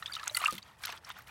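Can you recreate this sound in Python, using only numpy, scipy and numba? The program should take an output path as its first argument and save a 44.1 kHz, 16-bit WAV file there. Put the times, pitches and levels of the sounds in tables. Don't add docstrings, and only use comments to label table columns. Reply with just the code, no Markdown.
import sys
import numpy as np
from scipy import signal
from scipy.fft import rfft, irfft
from scipy.io import wavfile
from scipy.ndimage import uniform_filter1d
from numba import njit

SR = 44100
rng = np.random.default_rng(int(sys.argv[2]) if len(sys.argv) > 2 else 0)


def rack_gain(trim_db):
    fader = np.asarray(trim_db, float)
    return 10 ** (fader / 20)


def put_to_file(sound):
    columns = np.atleast_2d(sound).T
    safe = np.clip(columns, -1, 1)
    whole_steps = np.round(safe * 32767)
    wavfile.write(sys.argv[1], SR, whole_steps.astype(np.int16))


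N = 57330

PLOP_GLIDE, PLINK_GLIDE, SWARM_GLIDE = 0.0003, 0.0015, 0.004
PLOP_WOBBLE, PLINK_WOBBLE = 0.12, 0.32
DROP_RISE_S, TINY_RISE_S, BURST_RISE_S = 0.0011, 0.0008, 0.0007


@njit
def ring(n, start, hz, fall, rise, glide, size):
    out = np.zeros(n)
    for k in range(len(start)):
        phase = 0.0
        step = 2 * np.pi * hz[k] / SR
        for i in range(max(start[k], 0), n):
            age = i - start[k]
            decay = np.exp(-age / fall[k])
            swell = 1 - np.exp(-(age / rise) ** 2)
            out[i] += size[k] * decay * swell * np.sin(phase)
            phase += step
            step = min(step * glide[k], 2.6)
            if decay < 2e-3:
                break
    return out


@njit
def svf(x, hz, width_hz):
    y, b, l = np.empty(len(x)), 0.0, 0.0
    g, k = np.tan(np.pi * hz / SR), width_hz / hz
    for i in range(len(x)):
        v = (b + g * (x[i] - l)) / (1 + g * (g + k))
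        b, l, y[i] = 2 * v - b, l + 2 * g * v, k * v
    return y


def unit(x):
    return x / np.sqrt(np.mean(x ** 2))


def unit_band(x, hz, width_hz):
    return unit(svf(svf(x, float(hz), float(width_hz)), float(hz), float(width_hz)))


def bubbles(s, db, hz, cycles, rise_s, glide):
    fall = np.clip(cycles, 2, 26) / hz * SR / np.log(10) + rise_s * SR
    start = ((s - rise_s / 2) * SR).astype(np.int64)
    return ring(N, start, hz, fall, rise_s * SR, (1 + glide) ** (hz / SR), rack_gain(db))


def wobble(depth):
    lowpass = signal.butter(4, 300, fs=SR, output="sos")
    return 1 + depth * unit(signal.sosfilt(lowpass, rng.standard_normal(N)))


# [t/s, level/dB peak, f/Hz, cycles to -20 dB]
PLOPS = [(0.026, -31, 1824, 12.5), (0.097, -35.5, 1450, 17), (0.166, -27, 1293, 10),
         (0.1955, -35, 1714, 23.5), (0.21, -38, 1168, 13), (0.233, -27.5, 1275, 6.5),
         (0.264, -37, 1630, 19), (0.2729, -23.5, 1408, 7.5), (0.312, -44.5, 607, 14),
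         (0.349, -30.5, 2036, 22), (0.369, -24, 2003, 23), (0.396, -42.5, 1250, 17),
         (0.4063, -31, 1190, 19), (0.4401, -13.5, 1270, 5), (0.11, -39.5, 1680, 16),
         (.119, -38.5, 2230, 12), (0.45, -30.5, 1550, 32), (0.4709, -20, 1430, -4), (0.48, -23, 1545, 5),
         (0.838, -27, 1570, 4.5), (0.852, -27, 1570, 0), (0.871, -30.5, 1405, 5), (0.8915, -26, 930, 1.5),
         (0.9252, -27.5, 1700, 3.5), (0.904, -36.5, 1170, 4), (0.937, -44.5, 923, 17),
         (1.102, -23, 1416, -2), (1.096, -36, 1580, 4)]
# [t/s, level/dB peak, f/Hz, cycles to -20 dB]
TWINS = [
    (0.0243, -26, 1286, 5),
    (.349, -33.5, 1373, 23),
    (.372, -23.5, 1397, 10),
    (.580, -35, 2094, 10),
    (1.102, -32.5, 990, 4.5),
    (.1885, -32.5, 2550, 9),
    (1.2717, -42, 2950, 8),
]


def plops():
    table = np.vstack([PLOPS, TWINS]).T
    return bubbles(*table, DROP_RISE_S, PLOP_GLIDE) * wobble(PLOP_WOBBLE)


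# [t/s, level/dB peak, f/Hz, cycles to -20 dB]
PLINKS = [(0.0267, -37, 3890, 28), (0.0593, -23.5, 3350, 12), (.4578, -15, 2400, 11), (0.31, -36, 5780, 14),
          (0.1352, -31, 3500, 17), (0.138, -32, 4100, 17), (0.1522, -26.5, 3720, 23),
          (0.1658, -25.5, 2930, 6.5), (0.239, -39.5, 3770, 29), (0.2745, -29, 3350, 13),
          (0.2968, -27, 3850, 13), (0.3477, -23.5, 4415, 26), (0.3675, -21, 2830, 15),
          (0.401, -33, 2830, 25), (0.414, -30.5, 4020, 18), (0.4386, -21, 2540, 7),
          (0.4468, -21.5, 4440, -4), (0.4467, -30.5, 5100, 21)]
LATE_PLINKS = [(0.5098, -30.5, 5650, 9.1), (0.5144, -39, 4130, 11), (0.5809, -32.5, 3120, 13),
               (0.6278, -36.5, 4540, 11), (0.837, -27, 2260, 9.5), (0.8525, -31, 3320, 8),
               (.8535, -32, 4100, 8.9), (.8375, -32.5, 4260, 6), (.841, -33, 5430, 15),
               (.9195, -34.5, 6200, 6.3), (.87, -36, 6030, 16), (.904, -34, 5230, 10),
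               (.979, -40.5, 4700, 8.8), (.967, -38, 3400, 7.4), (0.8791, -31.5, 2090, 12),
               (0.9, -30.5, 2500, 13), (0.9116, -34, 4060, 7.6), (0.975, -41.5, 3280, 12),
               (1.047, -34, 5280, 17), (1.048, -41, 6040, 10), (1.115, -38.5, 2720, 10),
               (1.29, -46, 2360, 14)]


def plinks():
    table = np.vstack([PLINKS, LATE_PLINKS]).T
    return bubbles(*table, DROP_RISE_S, PLINK_GLIDE) * wobble(PLINK_WOBBLE)


# [t/s, level/dB peak, f/Hz, cycles to -20 dB]
SWELLS = [
    (0.4600, -3, 2740, 2),
    (0.483, -19, 1216, 24),
    (0.078, -27, 3640, 8),
    (0.1226, -25, 4650, 14),
    (0.4250, -24, 1070, 4),
    (1.1105, -35, 3610, 22),
    (0.622, -38, 3850, 6),
    (0.5065, -34, 4450, 8),
]


def swells():
    return bubbles(*np.array(SWELLS, float).T, 0.0021, PLOP_GLIDE) * wobble(PLOP_WOBBLE)


def froth(count):
    parents = np.vstack([PLOPS, TWINS, PLINKS, LATE_PLINKS]).T
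    s, db, hz = parents[:3]
    delay, detune, drop = rng.random((len(s), count, 3)).T
    onset = s + 0.0094 * delay ** 2
    pitch = np.clip(hz * np.exp(0.295 * 2 * (2 * detune - 1)), 700, 9000)
    level = np.minimum(db - 9, -29) - 16.4 * drop
    return bubbles(onset.ravel(), level.ravel(), pitch.ravel(), 3, TINY_RISE_S, SWARM_GLIDE)


# [t/s, level/dB peak, f/Hz, cycles to -20 dB]
SLOSH = [
    (.416, -36, 729, 14),
    (.424, -38.5, 828, 6),
    (0.525, -38.5, 512, 5.5),
    (0.527, -38, 224, -1.5),
    (0.534, -47.5, 344, 11.5),
    (0.546, -44, 191.5, 8),
    (.554, -47.5, 210.5, 8.5),
    (.93, -52, 452, 5),
]


def slosh():
    return bubbles(*np.array(SLOSH, float).T, 0.00049, 0.0) * wobble(PLOP_WOBBLE)


def puff(n, ring_s):
    t = np.arange(n) / SR
    return (1 - np.exp(-(t / BURST_RISE_S) ** 2)) * np.exp(-2 * t / ring_s)


# [t/s, level/dB peak, f/Hz centre]
SPLATS = [(0.118, -42.5, 9550), (0.134, -34.5, 8900), (0.156, -43, 15000), (0.2396, -36, 7950),
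          (0.2588, -38, 7400), (0.2779, -18, 6100), (0.2783, -29, 9400), (0.323, -39.5, 6700),
          (0.3467, -27.5, 10700), (0.3536, -26, 7600), (0.3696, -15.5, 8700), (0.3716, -18, 8800),
          (0.375, -28.5, 7000), (0.387, -31, 9400), (0.402, -31.5, 8200), (0.4471, -25, 6860),
          (0.47, -27, 8100), (0.4784, -33, 8700), (0.5074, -31.5, 8620), (0.525, -34, 12500),
          (0.53, -35.5, 8500), (0.5514, -35, 12500), (0.5824, -37, 12700), (0.8355, -33.5, 10920),
          (0.856, -22.5, 11650), (0.9657, -48.5, 9600), (1.0914, -39, 14900), (1.121, -45.5, 9700),
          (1.1762, -50, 14000), (1.1864, -41.5, 13900), (1.195, -46, 14300), (1.282, -45, 13000),
          (1.2213, -46, 12400), (.922, -42, 12400), (1.2725, -48, 9600)]


def splats():
    length = 1024
    out, envelope = np.zeros(N + length), puff(length, ring_s=0.0028)
    for s, db, hz in SPLATS:
        noise = rng.standard_normal(length)
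        bright = unit_band(noise, hz, 0.67 * hz)
        body = unit_band(noise, 0.5 * hz, 0.52 * hz)
        body_db = -5 if hz > 6000 else 5
        i = int((s - BURST_RISE_S / 2) * SR)
        out[i:i + length] += rack_gain(db) * envelope * (bright + rack_gain(body_db) * body)
    return out[:N]


# [t/s, level/dB peak, f/Hz centre, ring/s]
SLAPS = [(0.0242, -41, 2470, 0.0092), (0.0593, -38, 3080, 0.016), (0.138, -38, 3770, 0.014),
         (.151, -38.5, 4260, 0.011), (0.159, -42, 4730, 0.0096), (0.1971, -37.5, 2960, .006),
         (0.2308, -38.5, 3500, 0.0061), (0.273, -30, 2470, 0.0055), (.415, -37, 2220, 0.01),
         (0.427, -31, 2030, 0.012), (.455, -26, 2300, 0.0073), (0.4717, -35, 2000, 0.0043),
         (.478, -33.5, 2800, 0.0079), (.515, -37.5, 3500, 0.0039), (0.5251, -27.5, 4500, 0.0023),
         (0.531, -34, 3020, 0.0037), (.540, -35, 3500, 0.0037), (0.553, -39.5, 2830, .007),
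         (0.565, -41, 3800, 0.0055), (.580, -39, 3150, 0.013), (0.6269, -46, 4450, 0.005),
         (0.836, -34.5, 3600, 0.0072), (0.848, -43, 3600, 0.0093), (0.8514, -27, 3620, 0.0056),
         (0.87, -37, 3040, 0.0071), (.879, -39, 2940, 0.013), (0.89, -39.5, 3000, 0.014),
         (0.901, -44, 3200, 0.012), (0.9239, -36, 3070, 0.0081), (0.9747, -48.5, 3750, 0.009),
         (1.048, -46.5, 5100, 0.0045), (1.1016, -36.5, 2600, 0.0094), (1.114, -41, 2670, 0.0054),
         (1.273, -47, 2200, 0.0042)]


def slaps():
    length = 2048
    out = np.zeros(N + length)
    for s, db, hz, ring_s in SLAPS:
        burst = unit_band(rng.standard_normal(length), hz, 0.95 * hz)
        i = int((s - BURST_RISE_S / 2) * SR)
        out[i:i + length] += rack_gain(db) * puff(length, ring_s) * burst
    return out[:N]


# [f/Hz, level/dB]
SWARM = [(600, -12), (1200, 8), (2500, 6), (4500, 2), (7000, -4)]


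def fizz(count):
    sizes = np.array(SWARM, float).T
    when, pitch, loudness, length = rng.random((count, 4)).T
    hz = sizes[0, 0] * (sizes[0, -1] / sizes[0, 0]) ** pitch
    db = np.interp(np.log(hz), np.log(sizes[0]), sizes[1]) + 10 * loudness ** 2
    cycles, glide = 11 * (0.17 + length), SWARM_GLIDE * (length - 0.2)
    tiny = unit(bubbles(when * N / SR, db, hz, cycles, TINY_RISE_S, glide))
    wash = unit_band(rng.standard_normal(N), 2100, 4440)
    return tiny + rack_gain(-8) * wash


def spray():
    centre_hz, width_hz, tick_cycles, ticks_per_s = 8800, 19000, 11, 200
    ticks = (rng.random(N) < ticks_per_s / SR) * rack_gain(3 * rng.random(N) ** 2)
    window = np.hanning(int(tick_cycles / centre_hz * SR) + 4)
    envelope = np.sqrt(np.convolve(ticks ** 2, window, "same"))
    noise = rng.standard_normal(N) * (unit(envelope) + rack_gain(-1))
    return unit_band(noise, centre_hz, width_hz)


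# [t/s, level/dB, spray share/dB]
FLOW = [(0, -57.5, -7), (.28, -48.5, -15.5), (0.339, -57.5, 0.5), (0.359, -52, 5), (0.446, -42, -10),
        (0.587, -58.5, -0.5), (0.613, -65.5, -10.5), (0.679, -56, -15), (0.766, -67, -10.5),
        (0.842, -48.5, -6.5), (0.899, -49.5, -10.5), (0.977, -53, -14), (0.998, -69, -9),
        (1.092, -47, -14.5), (1.133, -60, -14.5), (1.176, -49.5, -18.5), (1.259, -66.5, -9),
        (1.279, -52.5, -12)]


def swarm(count):
    flow_s, flow_db, spray_db = np.array(FLOW, float).T
    t = np.arange(N) / SR
    level = rack_gain(-0.5 + np.interp(t, flow_s, flow_db))
    return level * (fizz(count) + spray() * rack_gain(np.interp(t, flow_s, spray_db)))


def tub(x):
    tail_db, t60_s = -17, 0.04
    t = np.arange(3000) / SR
    ir = rack_gain(tail_db) * rng.standard_normal(3000) * rack_gain(-60 * t / t60_s) * np.sqrt(14 / t60_s / SR)
    ir[0] = 1
    return signal.fftconvolve(x, ir)[:N]


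# [f/Hz, level/dB]
GARDEN = [(24, -35), (40, 8), (372, -2.5), (646, -1), (852, 1.5), (1180, -7), (16000, -52.5)]


def garden():
    air_hz, air_db = np.array(GARDEN, float).T
    f = np.maximum(np.arange(N // 2 + 1) * SR / N, 1)
    shape = rack_gain(np.interp(np.log(f), np.log(air_hz), air_db))
    air = unit(irfft(rfft(rng.standard_normal(N)) * shape, N))
    k = int(SR / 14)
    walk = uniform_filter1d(np.repeat(rng.standard_normal(N // k + 1), k), k)[:N]
    rumble = unit_band(rng.standard_normal(N), 88, 82)
    drone = unit(svf(rng.standard_normal(N), 875.0, 30.0))
    return rack_gain(-75) * drone + rack_gain(-66) * air + rack_gain(-66 + 1.9 * walk) * rumble


def scene():
    drops = plops() + plinks() + swells() + froth(count=6) + slosh()
    water = drops + splats() + slaps() + swarm(count=3600)
    return (tub(water) + garden())[None]


def low_pass(x):
    return signal.sosfilt(signal.butter(12, 16480, fs=SR, output="sos"), x)


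def record(dry):
    top_hz, bass_hz = 16400, 48
    x = signal.sosfilt(signal.ellip(8, 0.2, 70, top_hz, fs=SR, output="sos"), dry)
    x = signal.sosfilt(signal.butter(3, bass_hz, "high", fs=SR, output="sos"), x)
    return low_pass(x)


dry = scene()
out = record(dry)
put_to_file(out)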